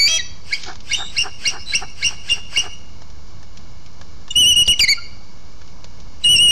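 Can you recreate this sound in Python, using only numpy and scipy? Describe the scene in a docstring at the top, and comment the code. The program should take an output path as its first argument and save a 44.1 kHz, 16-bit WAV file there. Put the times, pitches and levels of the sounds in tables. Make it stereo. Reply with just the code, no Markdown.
"""A hoarse squeal opens the scene at a treetop nest of two bald eagles, over low wind and steady hiss.
Eight short rising yelps and bursts of shrill chittering follow, with thin piping from farther away.
Each call is a near-pure tone with an octave and hoarse noise; sparse random taps give its faint echoes.
The calls overload a small nest microphone; twig ticks, rustles and puffs are brief shaped noise.
Nearly all of the sound is in the left channel."""
import sys
import numpy as np
from scipy import signal
from scipy.fft import rfft, irfft, next_fast_len
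from scipy.io import wavfile
from scipy.ndimage import uniform_filter1d

SR = 44100
rng = np.random.default_rng(int(sys.argv[2]) if len(sys.argv) > 2 else 0)


def write(x):
    x = np.atleast_2d(x).T
    wavfile.write(sys.argv[1], SR, np.round(np.clip(x, -1, 1) * 32767).astype(np.int16))


N = 287077
T = np.arange(N) / SR  # [s]

# In all tables levels are relative; octave levels are relative to the fundamental.
# wind spectrum: (frequency [Hz], density [dB per Hz])
WIND = [(15, -57), (30, 5.5), (48, -2.5), (72, -0.5), (87, 1), (104, -5.5), (150, -9.5), (178, -7.5),
        (230, -14.5), (400, -19.5), (750, -22.5), (1100, -20.5), (1550, -29), (2000, -62)]
# hiss spectrum: (frequency [Hz], density [dB per Hz])
HISS = [(1200, -27), (1700, 7.5), (1930, -13), (2200, 11), (2420, 0), (2600, -7), (2870, 7), (3150, -2.5),
        (4300, 5.5), (5400, 6), (7150, -1), (7700, -20), (8400, -13), (9200, -57)]
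# twig ticks: (start [s], snap level [dB], knock level [dB])
TICKS = [(0.7555, -31, -41), (0.8042, -32, -52), (2.5274, -50, -35.5), (3.02, -38, -38),
         (3.1002, -38.5, -44), (3.429, -37, -42), (3.5727, -31.5, -58), (3.8616, -38, -59),
         (4.013, -32.5, -34.5), (4.28, -34, -38), (5.6155, -38, -41.5), (5.676, -41, -59),
         (5.8429, -29, -39), (6.0018, -36.5, -60)]
# dry snap and rustle spectrum: (frequency [Hz], gain [dB])
SNAP_COLOUR = [(800, -13), (2200, -2), (4000, 4.5), (5500, 5), (7000, -2), (8500, -45), (10000, -34),
               (12000, -38)]
# dull knock spectrum: (frequency [Hz], gain [dB])
KNOCK_COLOUR = [(200, -20), (600, 5), (1100, 1), (1800, 0.5), (3500, -56)]
# short dry rustles in the nest: (centre [s], level [dB], half length [s])
RUSTLES = [(.638, -20.5, 0.0032), (.655, -32, 0.079), (1.502, -28, 0.012)]
# soft low puffs from the bird after its yelps: (centre [s], level [dB], half length [s])
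PUFFS = [(0.696, -27, 0.03), (1.013, -25.5, 0.031), (1.263, -26.5, 0.027), (1.55, -27.5, 0.034),
         (1.833, -25.5, 0.017), (2.122, -35.5, 0.022), (2.378, -35.5, 0.02), (2.658, -29, 0.026)]
# puff spectrum: (frequency [Hz], gain [dB])
PUFF_COLOUR = [(150, -17), (400, 10.5), (560, -10), (760, 14.5), (1000, 4), (1400, 8), (1750, 9),
               (2300, -44), (6000, -69)]
# reverberation of the trees: (frequency [Hz], 60 dB decay time [s])
TREES = [(500, 0.96), (2500, 0.77), (5500, 0.84), (8000, 0.49), (12000, 0.74)]
# spectrum of the breathy hiss around the calls: (frequency [Hz], density [dB per Hz])
CALL_HISS = [(500, -10), (1500, -4), (1900, -4.5), (2250, 3), (2900, 7), (3800, -11), (4500, 5),
             (5600, 3.5), (6700, -10.5), (8400, -4), (9300, -26), (12000, -12.5)]
# thin distant notes:
# (start [s], length [s], first pitch [Hz], middle pitch [Hz], last pitch [Hz], level [dB], octave level [dB])
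PIPES = [ (.885, 0.23, 3594, 3690, 3820, -18, -11), (1.562, 0.1, 4905, 5210, 5400, -28.5, -40),
         (1.655, 0.093, 4050, 3985, 3935, -16.5, -17.5), (2.287, .034, 3500, 3430, 3535, -14, -12),
         (4.303, 0.015, 3620, 3623, 3450, -15, 0), (4.97, 0.03, 1370, 1391, 1404, -24, -12),
         (6.233, 0.021, 4060, 3870, 3940, -14, -10), ]
# registers of the opening squeal:
# (start [s], length [s], first pitch [Hz], middle pitch [Hz], last pitch [Hz], effort [dB], octave level [dB])
SQUEAL = [(0, .082, 2262, 2277, 2400, -2.5, 10.5), (.079, 0.1, 3182, 3255, 3247, -8.5, -43),
          (.18, 0.034, 2350, 1945, 1880, -14.5, 2.5)]
# two-voiced part of the squeal: (time [s], signed relative strength)
SPLIT = [(.078, -1.5), (.086, 3.6), (.12, 2.1), (.16, 3.5), (.178, 3.5), (.184, -1)]
# tones added by the second voice: (multiple of the pitch, level [dB])
SPLIT_TONES = [(4 / 5, -14.5), (6 / 5, -17.5), (8 / 5, -17), (9 / 5, -8.5), (10 / 5, -20.5)]
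# yelps that crack from a low into a high register: (start [s], length [s], crack after the start [s],
# top pitch [Hz], low-register effort [dB], high-register effort [dB], octave level [dB])
YELPS = [ (.511, 0.045, 0.032, 3186, -4.5, -6, -10), (.898, 0.062, 0.03, 3047, -6, -2, -10.5),
         (1.154, .079, .024, 2772, -9, -12, 1.5), (1.441, 0.056, 0.028, 2850, -4.5, -9, -0.5),
         (1.72, 0.056, 0.025, 2788, -8, -8.5, -1.5), (2.014, 0.072, 0.027, 2876, -6, -7, -3),
         (2.277, 0.069, 0.019, 2824, -10.5, -7.5, -9), (2.545, 0.068, 0.026, 2937, -8, -5, -4), ]
# upward sweep that opens every yelp: (from [Hz], to [Hz], rise time [s])
LOW_REGISTER = (1500, 2510, .018)
# throat resonances in a yelp: (frequency [Hz], gain [dB])
THROAT = [(1300, -18), (1620, 1), (1900, -23.5), (2230, 3.5), (2520, 2), (2820, 2), (3500, -19),
          (4150, 2.5), (4550, -9.5), (4920, 9), (5230, 5), (5580, 1), (6500, -4), (8400, 5.5)]
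# shrill arched notes, slurred into a wavering scream where they touch:
# (start [s], length [s], first pitch [Hz], crest pitch [Hz], last pitch [Hz], effort [dB], octave level [dB])
CHITTER = [ (4.302, 0.022, 2850, 2880, 2832, -11, -20), (4.355, .094, 2836, 3012, 2795, 11, -3.5),
           (4.448, 0.087, 2795, 3009, 2812, 13, -1), (4.557, .076, 2815, 2927, 2820, 12.5, -7),
           (4.659, .016, 4287, 4850, 4465, -9, -26), (4.678, 0.015, 2952, 2872, 2793, 11.5, -5),
           (4.692, 0.034, 2816, 2935, 2787, 15.5, -9), (4.731, .014, 2278, 2212, 2139, -12.5, -8),
           (4.785, 0.0098, 3950, 3810, 3390, -19, -2), (4.794, .012, 2925, 2835, 2810, 13, -3),
           (4.805, 0.032, 2306, 2414, 2305, 1, 13.5), (4.832, .021, 2270, 2230, 2034, 7.5, 0),
           (4.876, .064, 1969, 2302, 2103, 2.5, 5.5), (6.241, 0.0486, 2898, 2870, 2810, 7, -58),
           (6.285, 0.085, 2903, 2958, 2750, 13.5, -9.5), (6.376, 0.11, 2710, 2930, 2860, 11.5, -21.5),
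           (6.481, 0.051, 2866, 2864, 2875, 25, -5.5), ]
# register flips: (pitch [Hz], width [Hz], fundamental loss [dB], octave gain [dB])
YELP_FLIP = (2392, 122, 7.8, 9.7)
CHITTER_FLIP = (2735, 52, 7.1, 30.4)
# windpipe: (one resonance [Hz], spacing to its neighbours [Hz])
WINDPIPE = (2230, 600)
# sputter of the overloaded input: (frequency [Hz], density [dB per Hz])
SPUTTER = [(30, -13), (120, -3.5), (420, 8), (900, -7.5), (2300, -0.5), (4000, -41), (12000, -24)]
# microphone response to the calls: (frequency [Hz], gain [dB])
MICROPHONE = [(2000, -1.5), (6000, -3.5), (8800, -2.5), (9800, -7), (11500, -15.5), (12500, -6.5)]
# leak of the calls into the right channel: (frequency [Hz], gain [dB])
LEAK = [(2500, -24.5), (4500, -23.5), (8500, -26), (12000, -40)]

YELP_ATTACK_S, YELP_RELEASE_S, YELP_EDGE_DB = 0.021, 0.012, -19.5
CRACK_S, CRACK_DB = 0.0028, -11  # the voice falters briefly as it cracks
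HIGH_ARCH_HZ, HIGH_CREST = 199.4, 0.58  # climb after the crack; crest as a share of the time left
RASP_FADE_S = 0.0041  # decay time of the power of the rasp after a pitch break
EDGE_HZ = 12550  # upper band limit


def amp(db):
    """Logarithmic level: decibels become an amplitude ratio."""
    return 10 ** (np.asarray(db) / 20)


def unit(x):
    """Normalisation: scales to an rms of 1."""
    return x / np.sqrt(np.mean(x ** 2) + 1e-20)


def read(points, hz):
    """Linear interpolation of a table on a log-frequency axis."""
    f, value = np.transpose(points)
    return np.interp(np.log(hz + 1), np.log(f + 1), value)


def shape(x, colour):
    """Linear filtering: multiplies the spectrum by a gain table."""
    size = next_fast_len(N + 4096)
    gain = amp(read(colour, np.fft.rfftfreq(size, 1 / SR)))
    return irfft(rfft(x, size) * gain, size)[:N]


def noise(colour):
    """Spectral shaping: white noise takes the given colour at an rms of 1."""
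    return unit(shape(rng.standard_normal(N), colour))


def wander(hz):
    """Low-passed random process: changes smoothly, up to about hz times a second."""
    size = next_fast_len(N)
    low_pass = 1 / (1 + (np.fft.rfftfreq(size, 1 / SR) / hz) ** 4)
    return unit(irfft(rfft(rng.standard_normal(size)) * low_pass, size)[:N])


def swells(rows):
    """Gaussian envelopes: one short hump of level for each row."""
    return sum(amp(db) * np.exp(-((T - s) / half) ** 2) for s, db, half in rows)


def air(wind_db=-36, hiss_db=-46.5):
    """Stationary broadband noise: low wind under an almost even hiss."""
    gust, flicker = amp(0.5 * wander(6)), amp(0.4 * wander(20))
    return amp(wind_db) * gust * noise(WIND) + amp(hiss_db) * flicker * noise(HISS)


def twigs(snap_db=1, knock_db=5, t60=0.043, rise_s=0.000067):
    """Impulsive excitation with exponential decay: a dry snap with a duller knock under it."""
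    snap, knock, out = noise(SNAP_COLOUR), noise(KNOCK_COLOUR), np.zeros(N)
    for start, tick_db, low_db in TICKS:
        at = np.flatnonzero((T >= start) & (T < start + 0.1))
        age = T[at] - start
        envelope = np.tanh(age / rise_s) * amp(-60 * age / t60)
        tick = amp(tick_db + snap_db) * snap[at] + amp(low_db + knock_db) * knock[at]
        out[at] += envelope * tick
    return out


def puffs_and_rustles(ragged_db=2.0):
    """Amplitude-modulated noise: ragged, hollow puffs from the bird and dry rustles in the nest."""
    puffs = noise(PUFF_COLOUR) * swells(PUFFS)
    rustles = noise(SNAP_COLOUR) * swells(RUSTLES)
    return (puffs + rustles) * amp(ragged_db * wander(100))


def surroundings(x, nest_db, nest_t60, trees_db, echo_db, echo_s, echo_width):
    """Multipath convolution: scatter from nest and limbs, a tail from the trees, a soft ground echo."""
    t = T[:SR]
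    # three sets of sparse random reflections, about 3000 a second
    taps = rng.choice([-1., 1.], (3, SR)) * (rng.random((3, SR)) < 3000 / SR)
    nest = taps[0] * amp(-60 * t / nest_t60) * (t > 0.003)
    hz, when, spectrum = signal.stft(taps[1] * (t > 0.012), SR, nperseg=256)
    decay = amp(-60 * when / read(TREES, hz)[:, None])
    trees = signal.istft(spectrum * decay, SR, nperseg=256)[1][:SR]
    echo = taps[2] * np.exp(-((t - echo_s) / echo_width) ** 2)
    paths = [(nest_db, nest), (trees_db, trees), (echo_db, echo)]
    response = sum(amp(db) * unit(h) for db, h in paths) / np.sqrt(SR)
    return signal.fftconvolve(x, response)[:N]


def call_hiss(voice, db, spread_s):
    """Envelope following: noise tracks a smoothed level, so a soft, breathy hiss surrounds each call."""
    window = signal.windows.hann(2 * round(spread_s * SR) + 1)
    power = signal.fftconvolve(np.minimum(voice ** 2, 1), window / window.sum(), "same")
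    return amp(db) * np.sqrt(abs(power)) * noise(CALL_HISS)


def arches(notes, swell_db, brighten_db, edge_s, ease):
    """Pitch contours: arched pitch, gain and octave level, offset towards the middle of each note."""
    start, length, first, crest, last, db, octave_db = np.transpose(notes)[:, :, None]
    side = np.linspace(-1, 1, 41)[1:-1]  # from start to end, 0 in the middle
    bend = ease * np.sin(np.pi / 2 * side) ** 2 + (1 - ease) * side ** 2
    when = np.maximum.accumulate((start + length * (side + 1) / 2).ravel())
    pitch = crest + bend * (np.where(side < 0, first, last) - crest)
    controls = pitch, db - swell_db * bend, octave_db - brighten_db * bend
    hz, effort_db, octave_db = (np.interp(T, when, c.ravel()) for c in controls)
    sounding = ((T >= start) & (T < start + length)).any(axis=0)
    gate = uniform_filter1d(1. * sounding, size=round(edge_s * SR))
    return hz, amp(effort_db) * gate ** 3, octave_db


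def sweeps(seesaw_db=4.5):
    """Register change: a fast sweep, a crack, then an arch where fundamental and octave trade strength."""
    from_hz, to_hz, rise_s = LOW_REGISTER
    hz, gain, octave_db, shake = np.full(N, 1. * from_hz), np.zeros(N), np.zeros(N), wander(85)
    for start, length, crack_s, top_hz, low_db, high_db, overtone_db in YELPS:
        at = np.flatnonzero((T >= start) & (T < start + length))
        age = T[at] - start
        high = age > crack_s
        crack = np.exp(-((age - crack_s) / CRACK_S) ** 2)
        sweep = to_hz + (from_hz - to_hz) * np.exp(-(age / rise_s) ** 2)
        progress = (age - crack_s) / (length - crack_s)
        arch = top_hz - HIGH_ARCH_HZ * (progress / HIGH_CREST - 1) ** 2
        hz[at] = np.where(high, arch, sweep)
        held = np.minimum(1, np.minimum(age / YELP_ATTACK_S, (length - age) / YELP_RELEASE_S))
        trade_db = seesaw_db * high * shake[at]
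        effort_db = np.where(high, high_db, low_db) + YELP_EDGE_DB * (1 - held)
        effort_db += CRACK_DB * crack - trade_db
        gain[at] = amp(effort_db) * signal.windows.tukey(len(at), 0.06)
        octave_db[at] = overtone_db + 1.8 * trade_db
    return hz, gain, octave_db


def flipped(voice, flip):
    """Mode switching: near one awkward pitch the fundamental gives way and the octave takes over."""
    hz, gain, octave_db = voice
    centre_hz, width_hz, loss_db, gain_db = flip
    near = np.exp(-((hz - centre_hz) / width_hz) ** 2)
    return hz, gain * amp(-loss_db * near), octave_db + (loss_db + gain_db) * near


def whistles(voice, jitter, shimmer, third_db, hoarse_db, rasp_db, cling=0):
    """Syrinx oscillation: a near-pure tone with a hoarse octave, which rasps where the pitch breaks."""
    at = np.flatnonzero(voice[1] > 1e-4)  # only the sounding samples
    hz, gain, octave_db = (uniform_filter1d(c, size=110) for c in voice)
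    out, drift, flutter = np.zeros(N), wander(316)[at], wander(133)[at]
    turbulence = (wander(180) + 1j * wander(365))[at]
    rasp = noise([(200, 10.5), (1500, -9), (4500, 2.5), (7000, 1), (12000, -47)])[at]
    split = np.interp(T[at], *np.transpose(SPLIT), left=0, right=0)
    octave = amp(octave_db[at])
    # the pitch clings to the evenly spaced windpipe resonances, so a glide climbs in steps
    anchor, spacing = WINDPIPE
    hz = hz - cling * spacing / (2 * np.pi) * np.sin(2 * np.pi * (hz - anchor) / spacing)
    phase = 2 * np.pi * np.cumsum(hz[at] * (1 + jitter * drift)) / SR
    tone = np.cos(phase) + octave * (np.cos(2 * phase) - amp(third_db) * np.cos(3 * phase))
    # turbulent air makes each cycle unevenly lopsided, which blurs the octave
    tone += amp(hoarse_db) * (1 + 2 * octave) * (turbulence * np.exp(2j * phase)).real
    # the two sides of the syrinx lock at 4:5 and give sum and difference tones
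    tone += split * sum(amp(db) * np.cos(multiple * phase) for multiple, db in SPLIT_TONES)
    # fast pitch change sets off the rasp, which then dies away
    breaking = np.tanh((np.gradient(np.log(hz)) * SR / 30) ** 2)
    keep = np.exp(-1 / (RASP_FADE_S * SR))
    breaking = np.sqrt(signal.lfilter([1 - keep], [1, -keep], breaking ** 2 + 1e-12))[at]
    out[at] = gain[at] * (tone * np.exp(shimmer * flutter) + amp(rasp_db) * breaking * rasp)
    return out


def far_piping():
    """Tonal radiation: thin distant notes with almost no third partial or hoarseness."""
    notes = arches(PIPES, swell_db=11.5, brighten_db=-0.5, edge_s=0.0096, ease=0.82)
    return whistles(notes, jitter=0.02, shimmer=0.22, third_db=-45, hoarse_db=-45, rasp_db=-20)


def opening_squeal():
    """Biphonation: a squeal in three registers that splits into two locked voices."""
    notes = arches(SQUEAL, swell_db=3, brighten_db=9.0, edge_s=0.0049, ease=0.46)
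    return whistles(notes, jitter=0.006, shimmer=0.13, third_db=-17, hoarse_db=-22, rasp_db=-12)


def rising_yelps():
    """Source and resonator coupling: shaky yelps whose pitch clings to the windpipe resonances."""
    notes = flipped(sweeps(), YELP_FLIP)
    return whistles(notes, jitter=0.019, shimmer=0.36, third_db=-24, hoarse_db=-21, rasp_db=-13, cling=0.7)


def chittering():
    """Frequency modulation: steadier, shrill arched notes that slur where they touch."""
    notes = arches(CHITTER, swell_db=7, brighten_db=12, edge_s=0.015, ease=0.6)
    notes = flipped(notes, CHITTER_FLIP)
    return whistles(notes, jitter=0.0026, shimmer=0.1, third_db=-17, hoarse_db=-20.5, rasp_db=-10)


def eagles():
    """Superposition of direct calls, echoes and breathy hiss: chittering is the driest of the calls."""
    squeal, yelps, chitter = opening_squeal(), rising_yelps(), chittering()
    hoarse = shape(yelps, THROAT) + call_hiss(yelps, db=-15, spread_s=0.09) + far_piping()
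    hoarse += surroundings(hoarse, nest_db=-4.5, nest_t60=0.093, trees_db=-18.5,
                           echo_db=-25.0, echo_s=0.1435, echo_width=0.016)
    clear = squeal + chitter
    echoes = surroundings(clear, nest_db=-21, nest_t60=0.15, trees_db=-29,
                          echo_db=-33, echo_s=0.135, echo_width=0.015)
    # the squeal echoes more widely
    echoes += surroundings(squeal, nest_db=-13.0, nest_t60=0.3, trees_db=-23.5,
                           echo_db=-33, echo_s=0.122, echo_width=0.025)
    hisses = call_hiss(squeal, db=-22, spread_s=0.07) + call_hiss(chitter, db=-30, spread_s=0.06)
    return hoarse + clear + echoes + hisses


def overload(x, ceiling=0.79, bias=0.0033, knee=6, sputter_db=-36):
    """Nonlinear saturation: the input flattens peaks a little lopsidedly and sputters when overdriven."""
    drive = signal.resample_poly(x, 4, 1) / ceiling + bias  # oversampled against aliasing
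    flat = drive / (1 + abs(drive) ** knee) ** (1 / knee) - bias
    flat = ceiling * signal.resample_poly(flat, 1, 4)
    strain = uniform_filter1d(1. * (abs(x) > ceiling), size=300)
    return flat + amp(sputter_db + 2 * wander(25)) * strain * noise(SPUTTER)


def scene(air_right_db=-22, own_air_db=-21):
    """Channel crosstalk: the right holds a faint leak of the left and a little noise of its own."""
    birds = shape(overload(eagles()), MICROPHONE)
    background = air() + twigs() + puffs_and_rustles()
    right = shape(birds, LEAK) + amp(air_right_db) * background + amp(own_air_db) * air()
    return np.array([birds + background, right])


def record(dry):
    """Band limiting and constant bias: a steep low-pass, and both inputs rest above zero."""
    offset = np.array([[0.1], [0.032]])  # left, right
    low_pass = signal.firwin(301, EDGE_HZ, window=("kaiser", 9), fs=SR)
    return signal.oaconvolve(dry, low_pass[None], "same") + offset


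dry = scene()
out = record(dry)
write(out)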